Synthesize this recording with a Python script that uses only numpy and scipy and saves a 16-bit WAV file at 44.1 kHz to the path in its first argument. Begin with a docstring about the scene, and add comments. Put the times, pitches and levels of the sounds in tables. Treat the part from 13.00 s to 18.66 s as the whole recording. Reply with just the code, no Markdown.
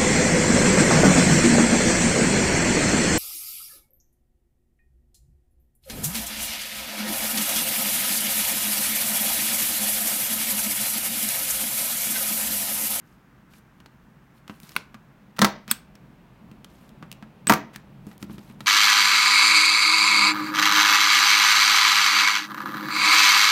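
"""Two brass push-button latches of a leather briefcase snap open, close by, in a small room.
A thumb works each button, whose slide strikes its stops; each sprung hasp flies up, slams and rebounds.
Blows are coloured noise bursts plus damped modes of brass and hollow case; dry slides squeak as gliding tones.
Small ticks and skin brushing on leather surround them, over reflections, a steady rush and low rumble."""
import sys
import numpy as np
from scipy import signal
from scipy.fft import rfft
from scipy.io import wavfile
from scipy.ndimage import uniform_filter1d

SR = 44100
rng = np.random.default_rng(int(sys.argv[2]) if len(sys.argv) > 2 else 0)


def digitize_waveform(pressure):
    """Quantize a signal to 16-bit integers and store it at the path in sys.argv[1].

    Rows of a 2-D input are taken as channels; values are limited to [-1, 1].
    """
    field = np.atleast_2d(pressure).T
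    bounded = np.clip(field, -1, 1)
    quanta = np.round(bounded * 32767).astype(np.int16)
    wavfile.write(sys.argv[1], SR, quanta)


N = 249606
TIME = np.arange(N) / SR  # seconds
RING = np.arange(SR // 2) / SR  # time axis of one decaying sound, seconds

# Hasps letting go and striking their stops. Each row: start in seconds, then relative levels in dB of the
# clash of brass, knock of the plate, panel ring and hollow boom, and the latch (0 left, 1 right).
HASP_BLOWS = [(2.3917, -6, -5.5, -20, -3.5, 0), (2.4172, 4.5, -3.5, 2.5, 6.5, 0),
              (2.421, 0.5, -4, -5, -23.5, 0), (2.4462, 4, 1.5, -2, -18, 0),
              (2.4507, -4.5, 0.5, -14, -11, 0), (4.4966, 5, 1, 7.5, 1, 1),
              (4.4997, -2.5, -22, -8.5, -24, 1), (4.5024, -6, 1, -4.5, -3, 1), (4.523, 0, 3.5, -6.5, -5, 1),
              (4.5368, -1, 0, -5, -11, 1)]
# Spectrum of the hasp's clash. Each row: frequency in Hz, relative level in dB for left and right latch.
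CLASH_SPECTRA = [(99.9, -9.5, -30.5), (510, 15.5, 2.5), (1201, 3, -7), (1920, 17.5, 16.5), (2554, 10, 12.5),
                 (3800, 13.5, 7), (5940, 9.5, 6.5), (6800, 4.5, 4.5), (10680, 1.5, -3.5), (13240, -1, 5),
                 (15570, 2, 1.5)]
# Spectrum of the panels' short clatter. Each row: frequency in Hz, relative level in dB for left and right latch.
CLATTER_SPECTRA = [(85.3, 11.5, 8.5), (187.2, 15, 29.5), (341.2, 23.5, 24), (560, 18.5, 14.5),
                   (1000, 19.5, 19), (1750, 18.5, 16), (2896, 10.5, 4), (5920, 5, 4), (8000, -4.5, -9.5),
                   (12490, -3.5, 2), (15500, -6.5, -10)]
# Modes of the case. Each entry: frequency in Hz.
CASE_MODE_HZ = [135, 201, 228, 313, 495, 548, 678, 756, 791, 910, 955, 1065, 1096, 1170, 1217, 1298, 1367,
                1573, 1674, 1815, 1990, 2290]
# How strongly a latch rings the case. Each row: one latch, left then right; each column: a mode's relative dB.
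CASE_MODE_DB = [
    [-25, -13.5, -19.5, -24.5, -36, -28.5, -32, -41, -31.5, -34.5, -22.5, -22.5, -35.5, -39.5, -40.5, -33,
     -23.5, -23, -23.5, -36, -30, -43],
    [-31, -19.5, -21, -21.5, -33, -33, -41, -22.5, -32, -20.5, -17, -26.5, -44, -23.5, -33, -45, -33, -29.5,
     -28.5, -44, -38.5, -34],
]


def hasps(clatter_t60=.11, modes_db=-3, clatter_db=-2, knock_hz=1300):
    """Impact excitation: a broadband clash, a plate knock and a clatter set off the modes of the hollow case.

    Returns the blows (clash and clatter) and the ringing (case modes and knock) separately.
    """
    clash_t60, knock_t60, hollow_t60, panel_t60 = .017, .012, .19, .165  # seconds
    blows, ringing = np.zeros((2, N))
    hollow = np.array(CASE_MODE_HZ) < 400  # the low modes boom, the others belong to the panels
    mode_t60 = np.where(hollow, hollow_t60, panel_t60)
    for s, clash_level, knock_level, panel_level, hollow_level, latch in HASP_BLOWS:
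        side = int(latch > .5)
        clash = amp(clash_level) * colour(burst(clash_t60, 1), column(CLASH_SPECTRA, side))
        clatter = colour(burst(clatter_t60, 0), column(CLATTER_SPECTRA, side))
        clatter *= amp(panel_level + clatter_db)
        knock = ring([knock_hz], [knock_t60], [knock_level - 8])
        mode_level = np.array(CASE_MODE_DB[side]) + np.where(hollow, hollow_level, panel_level)
        case = ring(CASE_MODE_HZ, mode_t60, mode_level + modes_db)
        add(blows, s, clash + clatter)
        add(ringing, s, case - knock)
    return blows, ringing


# The sliding button reaching an end of its travel.
# Each row: start in seconds, relative level in dB, stroke (0 pushed home, 1 sprung back).
BUTTON_STOPS = [(1.764, -3, 0), (2.713, 2.5, 1)]
# Modes of the lock works.
# Each row: frequency in Hz, 60 dB decay time in seconds, relative level in dB pushed home and sprung back.
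LOCK_MODES = [(233, 0.09, -39.5, -30.5), (1050, 0.016, -14, -25), (1472, 0.019, -8.5, -19),
              (1578, 0.0042, -10, -29), (2170, 0.011, -8, -27.5), (2680, 0.00894, -8.5, -22.5),
              (3376, 0.022, -23.5, -18), (3906, 0.0092, -16, -19.5), (4470, .016, -21, -17),
              (5520, 0.012, -26, -32.5), (6530, .014, -44, -26.5), (8065, 0.016, -42, -10),
              (9140, 0.0081, -21.5, -15.5), (9800, 0.014, -22, -31), (11100, 0.0071, -20.5, -26),
              (8180, 0.17, -75, -43.5), (8220, .25, -82, -49), (12800, .012, -44, -21.5),
              (14200, 0.01, -23, -10.5)]
# Rattle after a stroke. Each row: frequency in Hz, relative level in dB pushed home and sprung back.
RATTLE_SPECTRA = [(200, 5.5, -7.5), (693, 0.5, -13), (1400, -8, -7), (2400, -1, -4), (4200, -4.5, -9),
                  (7100, -14, -12.5), (10030, -17, -13.5), (15000, -25, -19.5)]


def buttons(crack_t60=0.033, pushed_db=-8, sprung_db=3, rattle_t60=0.22):
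    """Modal response: the slide's stop rings the lock works, with a crack and a diffuse rattle in the case."""
    out = np.zeros(N)
    crack_spectrum = [(200, -7.0), (700, -9), (1300, 9.5), (5000, -4.0), (10000, 0.5), (15000, 1.0)]  # Hz, dB
    hz, t60, *level_by_stroke = np.transpose(LOCK_MODES)
    for s, db, stroke in BUTTON_STOPS:
        sprung = int(stroke > .5)
        crack = amp([pushed_db, sprung_db][sprung]) * colour(burst(crack_t60, 0.94), crack_spectrum)
        rattle = colour(burst(rattle_t60, 0), column(RATTLE_SPECTRA, sprung))
        works = ring(hz, t60, level_by_stroke[sprung])
        add(out, s, amp(db) * (works + crack + rattle))
    return out


# Dry brass squeaking as it slides.
# Each row: start in seconds, length in seconds, start frequency in Hz, end frequency in Hz, level in dB.
SLIDE_SQUEAKS = [(2.7004, 0.017, 5260, 5100, -29.5), (4.4724, 0.0037, 7830, 8220, -16.5),
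                 (4.4744, 0.01, 8070, 8170, -15), (4.483, 0.01, 7980, 8130, -42.5)]


def squeaks(waver_hz=110, overtone_db=-22):
    """Stick-slip friction: one mode of the slide sounds for milliseconds as a gliding, wavering tone."""
    out = np.zeros(N)
    for s, length, start_hz, end_hz, db in SLIDE_SQUEAKS:
        n = int(length * SR)
        waver = unit(uniform_filter1d(rng.standard_normal(len(RING)), size=30))[:n]
        pitch = np.linspace(start_hz, end_hz, n) + waver_hz * waver
        phase = 2 * np.pi * np.cumsum(pitch) / SR
        tone = np.sin(phase) + amp(overtone_db) * np.sin(2 * phase)
        add(out, s, amp(db) * signal.windows.tukey(n, .8) * tone)
    return out


# Small knocks of fingers, button and loose fittings. Each row: start in seconds, relative click level in dB,
# brightness in dB per octave, relative case thud level in dB, pitch of the part touched in Hz.
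SMALL_KNOCKS = [(0.5365, -24, -2.5, -26, 2320), (0.8027, -23.5, -2, -1.5, 2710),
                (0.8605, -19, -2.5, 0, 4260), (1.479, -15, -1.5, -19, 2920), (1.497, -13, -6, 14.5, 2970),
                (1.6015, -24.5, 8, -5, 2380), (1.6328, -23, 5.5, 0.5, 3680), (1.6931, -17.5, 3, -18, 4570),
                (1.719, -19, 1, -8, 5040), (1.7546, -17.5, -.5, 4, 6000), (1.9443, -15.5, -3.5, 4, 1250),
                (2.3852, -9.5, -6.5, -12.5, 1400), (2.4113, -16, 6, -7, 1620), (2.6793, -11.5, 1, 10, 1490),
                (2.954, -22, 0, -20, 5310), (3.5147, -27, 1, 7, 2595), (3.6456, -14.5, 1, -18, 3030),
                (4.0266, -16, -6, 9, 1350), (4.1158, -10.5, 3, -18, 2710), (4.1268, -14.5, 3, -11.5, 2680),
                (4.2257, -18, -5, 6.5, 1410), (4.4705, 3.5, 3, 22, 1536), (4.4878, -3, 0.5, 15.5, 2640),
                (4.7608, -8.5, 2.5, 8.5, 1733), (5.0683, -28, 6, 15.5, 915), (5.1147, -21, -4, -15, 1900),
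                (5.1798, -30, 9, -20, 3170), (5.2274, -8.5, 1, 18.5, 1660), (5.2977, -25.5, -8, 12.5, 930),
                (5.382, -19, -2, 10.5, 3250), (5.4988, -25.5, -3, 9.5, 2410), (5.6064, -9, -2.5, 5.5, 3700)]
# Spans in which a hand on the case makes its fittings tick faintly. Each row: start in seconds, end in seconds.
HANDLING_SPANS = [(1.6, 1.95), (3.748, 3.92), (5.3, 5.55)]
FAINT_PER_S, FAINT_DB, FAINT_SPREAD_DB, FAINT_THUD_DB = 6, -27, 0.5, -11  # rate, relative levels and scatter
FAINT_TILT_DB = -4  # scatter of brightness, dB per octave
FAINT_PITCH_HZ, FAINT_PITCH_OCTAVES = 3800, .6  # central pitch and scatter to either side


def ticks():
    """Light impacts: clear knocks at set times, and faint ones scattered at random through the handling."""
    out = np.zeros(N)
    for s, *blow in SMALL_KNOCKS:
        add(out, s, contact(*blow))
    for start, end in HANDLING_SPANS:
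        count = round((end - start) * FAINT_PER_S)
        for k, (place, size, tilt, pitch) in enumerate(rng.uniform(-1, 1, (count, 4))):
            s = start + (end - start) * (k + .5 + place / 2) / count  # one at random within each equal share
            ping_hz = FAINT_PITCH_HZ * 2 ** (FAINT_PITCH_OCTAVES * pitch)
            db = FAINT_DB + FAINT_SPREAD_DB * size
            add(out, s, contact(db, FAINT_TILT_DB * tilt, FAINT_THUD_DB, ping_hz))
    return out


# Basic spectrum of a click. Each row: frequency in Hz, relative level in dB.
CLICK_SPECTRUM = [(200, -6), (1100, 5.5), (2600, 2), (4500, -1), (11000, -10.5), (15000, -10)]
# Spectrum of the panels under a light contact. Each row: frequency in Hz, relative level in dB.
THUD_SPECTRUM = [(60, -21), (150, 5), (300, 4), (600, -16.5), (1200, -20), (3000, -35), (9000, -47.5)]
TICK_PIVOT_HZ = 3500  # the brightness tilt turns about this frequency
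TICK_T60, TICK_SHORTER_PER_DB = .022, 0.19  # seconds at zero tilt; the brighter the contact, the sooner it dies
TICK_BUMP_DB, TICK_BUMP_OCTAVES = 6, 0.21  # emphasis around the pitch of the part touched


def contact(db, tilt_db, case_db, ping_hz, thud_db=-46, thud_hz=200, thud_t60=0.085,
            click_db=-2, ping_db=-24, ping_t60=.009, panel_db=-12, panel_t60=0.074):
    """Superposition of one contact's parts: a short click, the touched part's ping, a thud and the panels."""
    hz = np.geomspace(200, 16000, 40)
    octaves = np.log2(np.clip(hz, 1100, 11000) / TICK_PIVOT_HZ)
    bump = TICK_BUMP_DB * np.exp(-(np.log2(hz / ping_hz) / TICK_BUMP_OCTAVES) ** 2)
    spectrum = np.c_[hz, db + read(CLICK_SPECTRUM, hz) + tilt_db * octaves + bump]
    click_t60 = TICK_T60 * np.exp(-TICK_SHORTER_PER_DB * tilt_db)
    click = amp(click_db) * colour(burst(click_t60, 0.93), spectrum)
    ping = ring([ping_hz], [ping_t60], [db + ping_db])
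    thud = ring([thud_hz], [thud_t60], [case_db + thud_db])
    panels = amp(case_db + panel_db) * colour(burst(panel_t60, 0), THUD_SPECTRUM)
    return click + ping + thud + panels


# Hiss of skin. Each row: frequency in Hz, relative level in dB.
SKIN_SPECTRUM = [(200, -32.5), (1000, 4.5), (2200, 1.5), (4400, -0.5), (6500, -3.5), (8500, -3.5),
                 (10400, -4.5), (13000, -1), (16000, -10)]
# Hiss of the slide in its slot. Each row: frequency in Hz, relative level in dB.
SCRAPE_SPECTRUM = [(200, -22), (1000, 6.5), (2200, 8), (4400, 1.5), (6500, -4.5), (10400, -10.5),
                   (15000, -10.5)]
# Strokes of skin over leather and brass. Each row: start in seconds, length in seconds, peak level in dB.
SKIN_STROKES = [(.03, .16, -72.5), (.49, .13, -62.5), (1.34, 0.07, -69.5), (1.47, 0.14, -64),
                (1.59, 0.19, -55.5), (3.64, .3, -66.5), (5.04, .13, -62), (5.19, .07, -56),
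                (5.28, 0.1, -57.5), (5.35, 0.22, -63), (5.58, 0.1, -62)]
# The spring-loaded slide scraping along its slot. Each row: start in seconds, length in seconds, level in dB.
SLIDE_SCRAPES = [(2.362, .017, -47.5), (2.68, 0.025, -45.5), (2.7, 0.016, -40), (4.469, .012, -32),
                 (4.728, 0.05, -50.5)]
STROKE_EDGE_SHARE, SCRAPE_EDGE_SHARE = 0.65, 0.42  # share of each spent swelling and fading
RESTING_SKIN_DB = -84  # the hand at rest


def rubbing(grains_per_s=200, grain_db=6.5, smooth=0.28):
    """Dry friction: random tiny slips modulate noise, band by band, over the soft hiss of skin and slide."""
    hiss = np.zeros(N)
    edges = [300, 2500, 5000, 8000, 12000, 17000]  # Hz
    for band in zip(edges, edges[1:]):
        slip_size = amp(grain_db * np.minimum(rng.exponential(1, N), 3))
        slips = (rng.random(N) < grains_per_s / SR) * slip_size
        grip = unit(signal.fftconvolve(slips, dying(.012))[:N])
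        band_filter = signal.butter(2, band, "band", fs=SR, output="sos")
        hiss += signal.sosfilt(band_filter, (smooth + 0.22 * grip) * rng.standard_normal(N))
    skin_gain = amp(RESTING_SKIN_DB) + swells(SKIN_STROKES, STROKE_EDGE_SHARE)
    skin = skin_gain * unit(colour(hiss, SKIN_SPECTRUM))
    scrape = swells(SLIDE_SCRAPES, SCRAPE_EDGE_SHARE) * unit(colour(hiss, SCRAPE_SPECTRUM))
    return skin + scrape


# Reverberation of the room. Each row: frequency in Hz, 60 dB decay time in seconds.
REVERB_T60 = [(150, 0.39), (400, 0.36), (1000, 0.33), (2800, .32), (6000, 0.28), (9000, 0.13),
              (15000, 0.18)]


def room(x, first_s=.005):
    """Reverberation: dense reflections off bench and walls, each band dying at its own speed."""
    taps = rng.standard_normal(len(RING)) * (rng.random(len(RING)) < 5000 / SR) * (RING > first_s)
    hz, t, bands = signal.stft(taps, SR, nperseg=256)
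    decay = np.exp(-np.log(1000) * t / read(REVERB_T60, hz)[:, None])
    tail = signal.istft(bands * decay, SR, nperseg=256)[1]
    wet = signal.fftconvolve(x, tail / np.linalg.norm(tail))[:N]
    # spectrum of the reflections: Hz, dB
    return colour(wet, [(200, -11.0), (1000, -10.5), (2500, -14.5), (5000, -17), (9000, -13.5), (15000, -15.5)])


# The room's steady rush. Each row: frequency in Hz, relative level in dB at the left and the right latch.
AIR_SPECTRA = [(19.88, -15, -18), (150, 1, -7), (302.6, 5.5, 4.5), (556, -1, 6), (1020, 2, 2.5),
               (1615, 0, -4), (2560, -8.5, -6), (4550, -19.5, -17), (6444, -21, -24.5), (10370, -31, -32),
               (14000, -22.5, -26.5), (16000, -23, -24.5)]
# Low rumble of the room and of hands on the case. Each row: frequency in Hz, relative level in dB.
RUMBLE_SPECTRUM = [(30, -24.5), (70, -24), (95, -18), (130, 3), (165, -1), (205, 2), (260, -7),
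                   (350, -13.5), (700, -63.5)]
# Deep rumble. Each row: frequency in Hz, relative level in dB.
DEEP_SPECTRUM = [(10, -31), (22, -19.5), (36, 4.5), (62, 6.5), (80, -1), (110, -2.5), (200, -36)]
# The hand shifts its weight and the case rumbles.
# Each row: start in seconds, length in seconds, peak level in dB.
WEIGHT_SHIFTS = [(2.97, .22, -52), (3.38, .26, -50), (3.78, 0.46, -52.5), (4.78, .38, -51),
                 (5.19, .24, -42.5), (5.47, .34, -48.5)]
SHIFT_EDGE_SHARE = 0.78  # share of a shift spent swelling and fading
AIR_LEFT_DB, AIR_RIGHT_DB = -60.5, -58  # level of the rush at each latch
RUMBLE_LEFT_DB, RUMBLE_RIGHT_DB = -56, -51.5  # level of the steady rumble at each latch


def background(move_from=1.6, move_to=4.3, deep_db=-62.0, deep_follows=0.46):
    """Stationary noise, crossfaded in power as the listening point moves along the case, over rumble."""
    moved = np.interp(TIME, [move_from, move_to], [0, 1])  # 0 at the left latch, 1 at the right
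    left, right = (unit(colour(rng.standard_normal(N), column(AIR_SPECTRA, k))) for k in range(2))
    air = amp(AIR_LEFT_DB) * np.sqrt(1 - moved) * left + amp(AIR_RIGHT_DB) * np.sqrt(moved) * right
    steady = amp(RUMBLE_LEFT_DB + (RUMBLE_RIGHT_DB - RUMBLE_LEFT_DB) * moved)
    handling = np.hypot(steady, swells(WEIGHT_SHIFTS, SHIFT_EDGE_SHARE))
    # the deep part swells less than the case's rumble
    deep_noise = handling ** deep_follows * colour(rng.standard_normal(N), DEEP_SPECTRUM)
    deep = amp(deep_db) * unit(deep_noise)
    return air + deep + handling * unit(colour(rng.standard_normal(N), RUMBLE_SPECTRUM))


def amp(db):
    """Logarithmic level: decibels to gain."""
    return 10 ** (np.asarray(db) / 20)


def unit(x):
    """Root mean square: scales a signal to rms 1."""
    return x / np.sqrt(np.mean(x ** 2) + 1e-20)


def read(points, hz):
    """Interpolation on a log-frequency axis."""
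    f, value = np.transpose(points)
    return np.interp(np.log(hz + 1), np.log(f + 1), value)


def column(table, index):
    """One spectrum (Hz, dB) out of a table that holds several."""
    return np.array(table)[:, [0, index + 1]]


def add(mix, s, sound):
    """Superposition: mixes a sound in at time s (seconds)."""
    part = mix[round(s * SR):][:len(sound)]
    part += sound[:len(part)]


def swells(rows, edge_share):
    """Amplitude envelope: each row (start s, length s, dB) rises smoothly, holds and falls."""
    gain = np.zeros(N)
    for s, length, db in rows:
        add(gain, s, amp(db) * signal.windows.tukey(int(length * SR), np.clip(edge_share, 0, 1)))
    return gain


def colour(x, points):
    """Minimum-phase filtering: a causal filter with the given spectrum, so that attacks stay sharp."""
    size = 4096
    log_gain = np.log(amp(read(points, abs(np.fft.fftfreq(size, 1 / SR)))))
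    taps = np.fft.ifft(np.exp(np.conj(signal.hilbert(log_gain)))).real[:size // 2]
    return signal.fftconvolve(x, taps)[:len(x)]


def dying(t60):
    """Exponential decay: an envelope that falls 60 dB in t60 seconds (at least 1 ms)."""
    return np.exp(-np.log(1000) * RING / np.maximum(t60, 1e-3))


def burst(t60, spike):
    """High modal density: a spike, then noise for countless modes dying together, evened across frequency."""
    x = rng.standard_normal(len(RING)) * dying(t60)
    x /= np.linalg.norm(x)
    x[0] -= spike
    power = uniform_filter1d(abs(rfft(x)) ** 2, size=300)
    return colour(x, np.c_[np.fft.rfftfreq(len(x), 1 / SR), -10 * np.log10(power)])


def ring(hz, t60, db):
    """Modal superposition: damped sines, neighbouring modes swinging against each other."""
    modes = enumerate(zip(hz, t60, db))
    return sum((-1) ** k * amp(d) * dying(t) * np.sin(2 * np.pi * f * RING) for k, (f, t, d) in modes)


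def scene():
    """Direct and reverberant sound: all of the case's sounds, close, with the room around them."""
    blows, ringing = hasps()
    outer = blows + squeaks() + ticks() + rubbing()
    inner = ringing + buttons()
    case = outer + inner + room(outer + inner / 2.5)  # the inner sounds excite the room less
    # the case's sounds carry little below 50 Hz
    case = signal.sosfilt(signal.butter(2, 50, "high", fs=SR, output="sos"), case)
    return (case + background())[None]


def record(dry, ceiling=1.0):
    """Soft saturation rounds off the loudest peaks; a linear-phase low-pass then limits the band."""
    rounded = dry / (1 + (dry / ceiling) ** 4) ** (1 / 4)
    low_pass = signal.firwin(255, 16200, window=("kaiser", 9), fs=SR)  # cutoff in Hz
    return signal.oaconvolve(rounded, low_pass[None], "same")


dry = scene()
out = record(dry)
digitize_waveform(out)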